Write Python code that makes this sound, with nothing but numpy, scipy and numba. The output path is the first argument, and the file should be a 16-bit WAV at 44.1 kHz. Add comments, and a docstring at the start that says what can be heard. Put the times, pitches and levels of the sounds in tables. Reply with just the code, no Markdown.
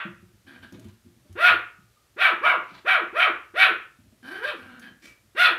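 """Sharp, raspy yaps come first to the ear: a small puppy at play on a wooden living-room floor, a few metres off.
Each yap is one arch of pitch whose voice breaks from fairly clear to rough; pulsing folds feed throat resonances.
Between yaps come low grumbles, a rising growl, a noisy snort and thin nose whistles.
Paws ring the boards, claws tick, pads scuff; the room rings briefly over a faint steady background.
A small microphone hears it with little deep bass and no extreme treble."""
import sys
import numpy as np
from scipy import signal
from scipy.fft import rfft, irfft, next_fast_len
from scipy.io import wavfile
from scipy.ndimage import uniform_filter1d, minimum_filter1d
from numba import njit

SR = 44100
rng = np.random.default_rng(int(sys.argv[2]) if len(sys.argv) > 2 else 0)


def wav_record(signal):
    """Record a signal, one row per channel, as 16-bit PCM in the file named by sys.argv[1]."""
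    frames = np.transpose(np.atleast_2d(signal))
    bounded = np.clip(frames, -1, 1)
    # unit amplitude maps onto the largest positive 16-bit level
    quanta = np.round(bounded * 32767).astype(np.int16)
    wavfile.write(sys.argv[1], SR, quanta)


N = 246078
TIME = np.arange(N) / SR

# Yaps: start [t/s], pitch rise [t/s], pitch fall [t/s], top pitch [f/Hz], held level [level/dB],
#   attack [t/s], release [level/dB per octave of fall], time before the break [t/s], roughness after it [0-1],
#   upper resonances [level/dB], mouth tuning [factor on f], treble [level/dB], fundamental [level/dB]
YAP_EVENTS = [ (-.12, 0.088, 0.084, 736.4, -23, .06, 23.5, .05, 1, -2.5, 1.07, -28, -29),
              (1.352, .115, 0.061, 723.8, -9.5, 0.14, 24, 0.12, 0.73, -2, 1.024, -1, 1),
              (2.162, 0.08, .066, 759.3, -13.5, 0.086, 13, .015, 0.72, -0.5, 0.99, -3, -0.5),
              (2.409, 0.084, 0.065, 722.8, -15, 0.055, 23.5, 0.032, 0.73, -5, 0.9, -8.5, 1),
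              (2.845, .062, 0.09, 773.2, -14.5, 0.055, 17, 0.029, 0.65, -0.5, 0.97, -6.5, 1),
              (3.126, 0.099, 0.058, 732.4, -14.5, 0.089, 14.5, 0.06, 0.76, -0.5, .97, -4.5, 2.5),
              (3.537, .073, .08, 761.5, -9.5, .1, 21.5, 0.073, .75, 1.5, 1.024, -2, 1),
              (4.42, 0.055, .062, 607.4, -29, 0.089, 23.5, 0.028, 0.64, -2, 1.023, 6, -1),
              (5.348, 0.074, 0.076, 729, -12, 0.079, 15.5, 0.0844, 0.82, 0, 1.05, 2, -1.5), ]
# Throat resonances, mouth wide open: centre [f/Hz], width [f/Hz], gain [level/dB]
OPEN_THROAT = [(1336, 191, -1), (1814, 221, -1.5), (2452, 203, 1), (3286, 360, -5.5), (3943, 570, -13)]
# Throat resonances, jaws nearly shut: centre [f/Hz], width [f/Hz], gain [level/dB]
CLOSED_THROAT = [(1120, 160, -25), (1590, 94, 6.5), (2460, 140, -7), (3013, 164, -5), (4640, 240, -13.5)]
# Air rushing past the teeth: [f/Hz], spectrum [level/dB per Hz]
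TEETH_SPECTRUM = [(4000, 5.5), (5500, 0), (7000, -12.5), (8800, -4.5), (11300, -2.5), (13500, -9),
                  (15000, -17)]
# Low grumbles: start [t/s], length [t/s], mid pitch [f/Hz], [level/dB], roughness [0-1], mouth tuning [factor]
GRUMBLE_EVENTS = [ (.464, 0.076, 269, -48.5, 0.66, 1.01), (0.52, 0.083, 244.4, -51.5, 0.66, 1.0),
                  (0.625, 0.035, 267.5, -38.5, 0.59, 0.998), (4.553, .26, 251.2, -49.5, 0.55, 0.94),
                  (4.803, 0.11, 255.7, -47, 0.64, 1.04), ]
# A growl winding up into a yap: [t/s], pitch [f/Hz], [level/dB], roughness [0-1]
RISING_GROWL = [(4.226, 256.2, -54, 0.48), (4.286, 277.2, -38, 0.48), (4.302, 287.6, -44, 0.27),
                (4.32, 348.3, -34, 0.47), (4.34, 374.8, -39, 0.48), (4.37, 371.5, -36, 0.47),
                (4.418, 463.6, -41, 0.01), (4.442, 523.6, -24.5, 0.25), (4.462, 567, -26.5, 0.4)]
# One snort through the nose: start [t/s], length [t/s], [level/dB]
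SNORT_EVENT = (5.019, 0.11, -49.5)
# Snort noise: [f/Hz], spectrum [level/dB per Hz]
SNORT_SPECTRUM = [(88, -39.5), (150, -21), (312, 0), (343, -18), (567, -14), (674, -27), (1030, -24),
                  (1160, -15), (2450, -9.5), (3600, -20.5), (4540, -16.5), (15000, -35.5)]
# Thin nose whistles, one ending the snort: start [t/s], length [t/s], [level/dB], tuning [factor on f]
WHISTLE_EVENTS = [(1.96, 0.071, -66, 0.53), (5.078, 0.065, -53.5, 1)]
# Whistle noise: [f/Hz], spectrum [level/dB per Hz]
WHISTLE_SPECTRUM = [(2000, -39.5), (2240, -17), (2300, 4.5), (2360, -7.5), (2700, -39.5)]
# Heavier paw landings: [t/s], strength [level/dB], knock, a tilt of the modes about 150 Hz [level/dB per decade]
LANDINGS = [(.051, -31.5, 24.5), (.127, -43, -15), (0.227, -39.5, 2), (0.336, -45, -27.5),
            (0.722, -35.5, 15), (0.745, -30.5, 2), (0.783, -39.5, 17), (0.85, -34, -5), (1.059, -39, -3.5),
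            (1.249, -54.5, 30), (1.295, -35, -23), (1.5, -35.5, -3), (2.713, -40.5, 9), (4.053, -45, -9),
            (4.121, -50, 17)]
# Floorboard modes: [f/Hz], [level/dB], 60 dB decay [t/s]
BOARD_MODES = [(57.4, -17.5, 0.23), (112, -3, 0.17), (171, -3, 0.074), (215, 4, 0.072), (299.4, 2, 0.06),
               (360, -13.5, 0.2), (580, -13, 0.063)]
# Light trotting between landings: from [t/s], to [t/s]
TROT_SPANS = [(.15, 1.85), (3.9, 8.2)]
# Claws on wood: [t/s], strength [level/dB]
CLAW_TICKS = [(0.7246, -49.5), (0.7956, -46.5), (0.8445, -53), (0.8854, -57), (1.3276, -52), (4.7954, -45)]
# Claw noise: [f/Hz], spectrum [level/dB per Hz]
CLAW_SPECTRUM = [(800, -11.5), (2500, -2.5), (4500, -2), (6500, 3.5), (8500, -5), (11000, -1), (15000, -11)]
# Paws sliding and scuffing: start [t/s], length [t/s], [level/dB]
SCUFF_EVENTS = [(.625, .05, -52.5), (.70, .08, -55), (.825, .07, -52), (1.155, .06, -66),
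                (1.285, .07, -58.5), (2.65, .17, -52)]
# Scuff noise: [f/Hz], spectrum [level/dB per Hz]
SCUFF_SPECTRUM = [(300, 8), (600, -3.5), (1000, 6), (2200, 3), (4000, 1), (7000, -18.5), (14000, -30.5)]
# First echoes from floor and furniture: delay [t/s], [level/dB]
NEAR_ECHOES = [(.0009, -20), (.0043, -13), (.0079, -27.5)]
# Diffuse room decay: band centre [f/Hz], 60 dB decay [t/s]
ROOM_DECAY = [(150, .4), (400, 0.36), (1300, 0.38), (2600, 0.36), (5000, 0.24), (12000, 0.32)]
# Pitches at which the room rings most: [f/Hz], [level/dB], 60 dB decay [t/s]
RINGING_MODES = [(606, 9.5, 0.19), (740, -3, 0.41), (1275, -1.5, .47), (1210, -9, 0.84),
                 (1467, -10.5, 0.18), (2540, -4.5, 0.39)]
# Steady background: [f/Hz], spectrum [level/dB per Hz]
AMBIENCE_SPECTRUM = [(40, -10.5), (60, 0), (78, -7), (110, 0.5), (180, -14.5), (300, -13), (500, -15.5),
                     (900, -20.5), (1400, -18), (2000, -20), (4000, -21.5), (13500, -26.5), (15500, -34)]

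SLACK_HZ = 277.1  # pitch of the slack folds, towards which a yap's ends tend
RISE_SHAPE, FALL_SHAPE = 2.6, 2.7  # exponents of the arch
YAP_ENDS = 1.5  # the voice stops this many fall times after the rise
ATTACK_DEPTH_DB, ATTACK_SHAPE = 42, 2.45  # a yap swells from this far down, fast at first
CLEAN_ROUGHNESS, BREAK_S = .32, .02  # roughness before the break; time the break takes
FALL_CLEARS = 0.29  # share of the roughness lost as the pitch sinks back
RASP_TAKES_DB = 9.5  # loss of fundamental per unit of roughness
ONSET_S = 0.0025  # the folds take this long to start and stop
GRUMBLE_ATTACK_S, GRUMBLE_RELEASE_S, GRUMBLE_SAG_HZ_PER_S = 0.017, 0.024, 77
GROWL_TREBLE_DB, GROWL_CHEST_DB = 3, -3.5
EDGE_DB = 15  # short sounds swell from, and die to, this far below their level
NOSE_ATTACK_S, NOSE_RELEASE_S = 0.01, 0.055
STEPS_PER_S, STEP_DB, STEP_SPREAD_DB, STEP_KNOCK_DB = 5.1, -45, 3, -12.5
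SCUFF_ATTACK_S, SCUFF_RELEASE_S = 0.068, .04
AMBIENCE_DB = -64.5
CEILING, LIMITER_S, CUTOFF_HZ = .72, .004, 15550


def puppy():
    """Sharp yaps, low grumbles that sag in pitch, and one rising growl, all from the same vocal folds."""
    out = np.zeros(N)
    for start, *shape in YAP_EVENTS:
        add(out, yap(*shape), start)
    for start, length, hz, db, rough, tuning in GRUMBLE_EVENTS:
        t = np.arange(0, length, 1 / SR)
        pitch = hz - GRUMBLE_SAG_HZ_PER_S * (t - length / 2)
        level_db = db + swell(t, length, GRUMBLE_ATTACK_S, GRUMBLE_RELEASE_S)
        add(out, growl(t, pitch, level_db, rough, tuning), start)
    times, *controls = np.transpose(RISING_GROWL)
    t = np.arange(times[0], times[-1], 1 / SR)
    add(out, growl(t, *[np.interp(t, times, c) for c in controls]), times[0])
    return out * np.minimum(TIME / ONSET_S, 1)


def yap(rise_s, fall_s, top_hz, peak_db, attack_s, release_db, clean_s, roughness, upper_db, *voicing):
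    """Pitch shoots up and sinks back; level swells, then falls with pitch; the voice breaks on the way."""
    t = np.arange(0, rise_s + YAP_ENDS * fall_s, 1 / SR)
    rising = 1 - np.maximum(1 - t / rise_s, 0) ** RISE_SHAPE
    falling = np.exp(-(np.maximum(t - rise_s, 0) / fall_s) ** FALL_SHAPE)
    pitch = SLACK_HZ + (top_hz - SLACK_HZ) * rising * falling
    level_db = peak_db - ATTACK_DEPTH_DB * np.maximum(1 - t / attack_s, 0) ** ATTACK_SHAPE
    level_db += release_db * np.log2(pitch / top_hz) * (t > rise_s)
    broken = np.clip((t - clean_s) / BREAK_S, 0, 1)
    rough = CLEAN_ROUGHNESS + (roughness - CLEAN_ROUGHNESS) * broken
    rough *= 1 - FALL_CLEARS * (1 - falling)
    resonances = [(hz, width, db + upper_db * (k > 0)) for k, (hz, width, db) in enumerate(OPEN_THROAT)]
    return call(t, pitch, level_db, rough, *voicing, resonances, jaw_glide=0.085,
                jitter=.055, doubling=.8, flutter_hz=279.1, shimmer_db=4.0,
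                fundamental_db=-21.5, fundamental_slope=0.32, teeth_db=-28.0, effort_tilt=10.0)


def growl(t, pitch, level_db, rough, tuning=1):
    """The same voice through nearly shut jaws, with slower flutter and more uneven cycles."""
    return call(t, pitch, level_db, rough, tuning, GROWL_TREBLE_DB, GROWL_CHEST_DB, CLOSED_THROAT,
                jaw_glide=0.0025, jitter=.15, doubling=.7, flutter_hz=158.7, shimmer_db=6.0,
                fundamental_db=-10.5, fundamental_slope=0.59, teeth_db=-23, effort_tilt=0.0)


def call(t, pitch, level_db, rough, tuning, treble_db, chest_db, resonances, jaw_glide, jitter, doubling,
         flutter_hz, shimmer_db, fundamental_db, fundamental_slope, teeth_db, effort_tilt):
    """The vocal folds pulse; as they turn chaotic the period doubles and puffs of noise take over."""
    rough = np.clip(rough, .03, .95)
    # slack folds at low pitch keep time less well
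    stray_hz = jitter * rough * np.sqrt(pitch.max() * pitch) * wobble(t, 520)
    phase = 2 * np.pi * np.cumsum(pitch + stray_hz) / SR
    orders = np.arange(2, 20)[:, None]
    # no two closures are timed alike, which frays the upper harmonics most
    closure = phase + .16 * wobble(t, 700)
    pulses = (np.cos(orders * closure) / orders ** 1.67).sum(0)
    # strong and weak pulses alternate, giving lines between the harmonics
    pulses *= 1 + doubling * rough * np.cos(phase / 2 + wobble(t, 60))
    # air escapes once a cycle
    puffs = rng.standard_normal(len(t)) * (1 + .9 * np.cos(phase))
    # the resonances sink as the jaws close again
    mouth = tuning * (1 + jaw_glide * np.linspace(1, -1, len(t)))
    tone = throat(pulses, resonances, mouth, top_hz=4410)
    rasp = throat(puffs, resonances, mouth, top_hz=4410)
    voice = even(np.sqrt(1 - rough ** 2) * tone + rough * rasp)
    # uneven cycles
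    flutter = rms_one(from_db(shimmer_db * rough * np.tanh(wobble(t, flutter_hz))))
    # the rush of air is strongest as the call begins
    rush_db = teeth_db + 7 * np.linspace(1, -1, len(t))
    rush = from_db(rush_db) * colour(rng.standard_normal(len(t)), TEETH_SPECTRUM)
    voice = voice * flutter + rush
    # the mouth is widest at the top of the arch, where most treble gets out
    treble = signal.sosfiltfilt(signal.butter(2, 2800, "high", fs=SR, output="sos"), voice)
    treble_gain = from_db(treble_db + effort_tilt * np.log2(pitch / pitch.max()))
    voice = voice + treble * (treble_gain - 1)
    # the fundamental grows more slowly with effort than the overtones
    low_db = fundamental_db + chest_db + fundamental_slope * level_db - RASP_TAKES_DB * rough
    # and it stumbles when the folds are slack
    stumble = rough * (300 / pitch) * wobble(t, 200)
    fundamental = from_db(low_db) * flutter * np.sin(phase + stumble)
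    fade = np.clip(np.minimum(t - t[0], t[-1] - t) / ONSET_S, 0, 1)
    return (from_db(level_db) * voice + fundamental) * fade


def throat(x, resonances, tuning, top_hz):
    """Parallel resonances of alternating sign; little gets out above the last one."""
    out = np.zeros(len(x))
    for k, (hz, width, db) in enumerate(resonances):
        radius = np.exp(-np.pi * width / SR)
        out += (-1) ** k * from_db(db) * resonate(x, radius, 2 * np.pi * hz * tuning / SR)
    out = signal.sosfilt(signal.butter(2, 240, "high", fs=SR, output="sos"), out)
    return even(signal.sosfilt(signal.butter(8, top_hz * tuning.mean(), fs=SR, output="sos"), out))


@njit
def resonate(x, radius, angle):
    """A two-pole resonance whose centre moves; gain 1 on top."""
    y = np.zeros(len(x))
    for i in range(2, len(x)):
        drive = (1 - radius ** 2) / 2 * (x[i] - x[i - 2])
        y[i] = drive + 2 * radius * np.cos(angle[i]) * y[i - 1] - radius ** 2 * y[i - 2]
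    return y


def snort():
    """Turbulent air through the nose: one burst of grainy noise."""
    return hiss([SNORT_EVENT], NOSE_ATTACK_S, NOSE_RELEASE_S, SNORT_SPECTRUM, grain_db=2.5)


def whistles():
    """Thin nose whistles: noise squeezed into a narrow band."""
    out = np.zeros(N)
    for *burst, tuning in WHISTLE_EVENTS:
        out += hiss([burst], NOSE_ATTACK_S, NOSE_RELEASE_S, WHISTLE_SPECTRUM, grain_db=-2.0, tuning=tuning)
    return out


def paws():
    """A soft pad sets the boards ringing; a harder landing brings out the upper modes."""
    out, t = np.zeros(N), TIME[:SR // 3]
    hz, mode_db, t60 = np.transpose(BOARD_MODES)[:, :, None]
    chance = rng.standard_normal(size=(80, 2, len(BOARD_MODES), 1))
    for (start, peak_db, knock_db), (strength, detune) in zip(LANDINGS + light_steps(), chance):
        gain = from_db(mode_db + 2 * strength + knock_db * np.log10(hz / 150) - 60 * t / t60)
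        modes = gain * np.sign(detune) * np.sin(2 * np.pi * hz * (1 + 0.11 * detune) * t)
        soft_contact = 1 - np.exp(-t / .005)
        add(out, from_db(peak_db - 5) * modes.sum(0) * soft_contact, start)
    return out


def light_steps(count=50):
    """An uneven patter during the trots, as rows like those of the heavier landings."""
    late, force = rng.standard_normal((count, 2)).T
    times = (np.arange(count) + late / 4) / STEPS_PER_S
    steps = []
    for start, f in zip(times, force):
        if any(a < start < b for a, b in TROT_SPANS):
            steps.append((start, STEP_DB + STEP_SPREAD_DB * f, STEP_KNOCK_DB))
    return steps


def claws():
    """Each claw gives a dry, bright tick: noise that dies within milliseconds."""
    out, t = np.zeros(N), TIME[:SR // 20]
    for start, peak_db in CLAW_TICKS:
        tick = colour(rng.standard_normal(len(t)), CLAW_SPECTRUM) * np.exp(-t / 0.0031)
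        add(out, from_db(peak_db) * tick, start)
    return out


def scuffs():
    """Pads slide over the boards: grainy friction noise that swells and fades."""
    return hiss(SCUFF_EVENTS, SCUFF_ATTACK_S, SCUFF_RELEASE_S, SCUFF_SPECTRUM, grain_db=5.5)


def living_room(x, tail_db, build_s):
    """Direct sound, a few near echoes and modes, and a diffuse tail with its own decay in each band."""
    t = TIME[:int(.7 * SR)]
    hz, white = np.fft.rfftfreq(len(t), 1 / SR), rfft(rng.standard_normal(len(t)))
    centres = np.array(ROOM_DECAY)[:, 0]
    tail = np.zeros(len(t))
    # each band fades out towards its neighbours' centres
    for (centre, t60), share in zip(ROOM_DECAY, np.eye(len(ROOM_DECAY))):
        band = at_hz(np.c_[centres, share], hz)
        tail += irfft(white * band, len(t)) * from_db(-60 * t / t60)
    tail *= 1 - np.exp(-t / build_s)
    response = from_db(tail_db) * tail / np.sqrt(np.sum(tail ** 2))
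    for mode_hz, mode_db, t60 in RINGING_MODES:
        ring = from_db(mode_db - 60 * t / t60) * np.cos(2 * np.pi * mode_hz * t)
        response += ring * 2 * np.log(1000) / (t60 * SR)  # long and short rings peak alike in frequency
    response[0] += 1
    for delay, echo_db in NEAR_ECHOES:
        response[int(abs(delay) * SR)] += from_db(echo_db)
    return signal.fftconvolve(x, response / np.sqrt(np.sum(response ** 2)))[:N]


def background():
    """Faint steady noise, weighted to the bass."""
    return from_db(AMBIENCE_DB) * colour(rng.standard_normal(N), AMBIENCE_SPECTRUM)


def hiss(bursts, attack_s, release_s, spectrum, grain_db, tuning=1):
    """Bursts of coloured noise with a randomly wandering, grainy level."""
    level = np.zeros(N)
    for start, length, db in bursts:
        level += from_db(db + swell(TIME - start, length, attack_s, release_s))
    grain = from_db(grain_db * wobble(TIME, 210))
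    return level * grain * colour(rng.standard_normal(N), spectrum, tuning)


def swell(t, length, attack_s, release_s):
    """Attack, hold and release, in dB relative to the held level."""
    before = np.maximum(1 - t / attack_s, 0)
    after = np.maximum(1 - (length - t) / release_s, 0)
    return -EDGE_DB * (before + after)


def wobble(t, rate):
    """Random wander with `rate` turning points a second at most; spread near 1."""
    steps = (t - t[0]) * rate
    return np.interp(steps, np.arange(4096), rng.standard_normal(4096))


def colour(x, spectrum, tuning=1):
    """Shape a sound by a spectrum that falls away below its lowest point; rms 1."""
    size = next_fast_len(len(x))
    hz = np.fft.rfftfreq(size, 1 / SR) / tuning
    gain = from_db(at_hz(spectrum, hz)) * np.minimum(hz / spectrum[0][0], 1) ** 2
    return rms_one(irfft(rfft(x, size) * gain, size)[:len(x)])


def at_hz(points, hz):
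    """Read a table on a log-frequency axis."""
    f, value = np.transpose(points)
    return np.interp(np.log(np.maximum(hz, 1)), np.log(f), value)


def even(x):
    """Hold the short-time rms (10 ms) at 1."""
    return x / np.sqrt(np.abs(uniform_filter1d(x * x, size=SR // 100)) + 1e-12)


def rms_one(x):
    """Scale to unit rms."""
    return x / np.sqrt(np.mean(x ** 2) + 1e-20)


def from_db(db):
    """Decibels to gain."""
    return 10 ** (np.asarray(db) / 20)


def add(out, sound, start):
    """Mix a sound in at a time in seconds, trimmed to the scene."""
    at = int(round(start * SR))
    sound = sound[max(-at, 0):max(N - at, 0)]
    out[max(at, 0):max(at, 0) + len(sound)] += sound


def scene():
    """The puppy and its feet in the room, over a faint steady background."""
    voice = puppy() + snort() + whistles()
    feet = paws() + claws() + scuffs()
    in_room = living_room(voice + feet, tail_db=-1.0, build_s=0.00043)
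    return (in_room + background())[None]


def record(dry):
    """The small microphone loses the deep bass; a quick limiter holds the peaks; the top is cut."""
    thin = signal.sosfilt(signal.butter(3, 38, "high", fs=SR, output="sos"), dry)
    span = int(LIMITER_S * SR)
    needed_gain = CEILING / np.maximum(np.abs(thin), CEILING)
    gain = uniform_filter1d(minimum_filter1d(needed_gain, size=span), size=span)
    return signal.sosfilt(signal.ellip(10, .1, 90, CUTOFF_HZ, fs=SR, output="sos"), thin * gain)


dry = scene()
out = record(dry)
wav_record(out)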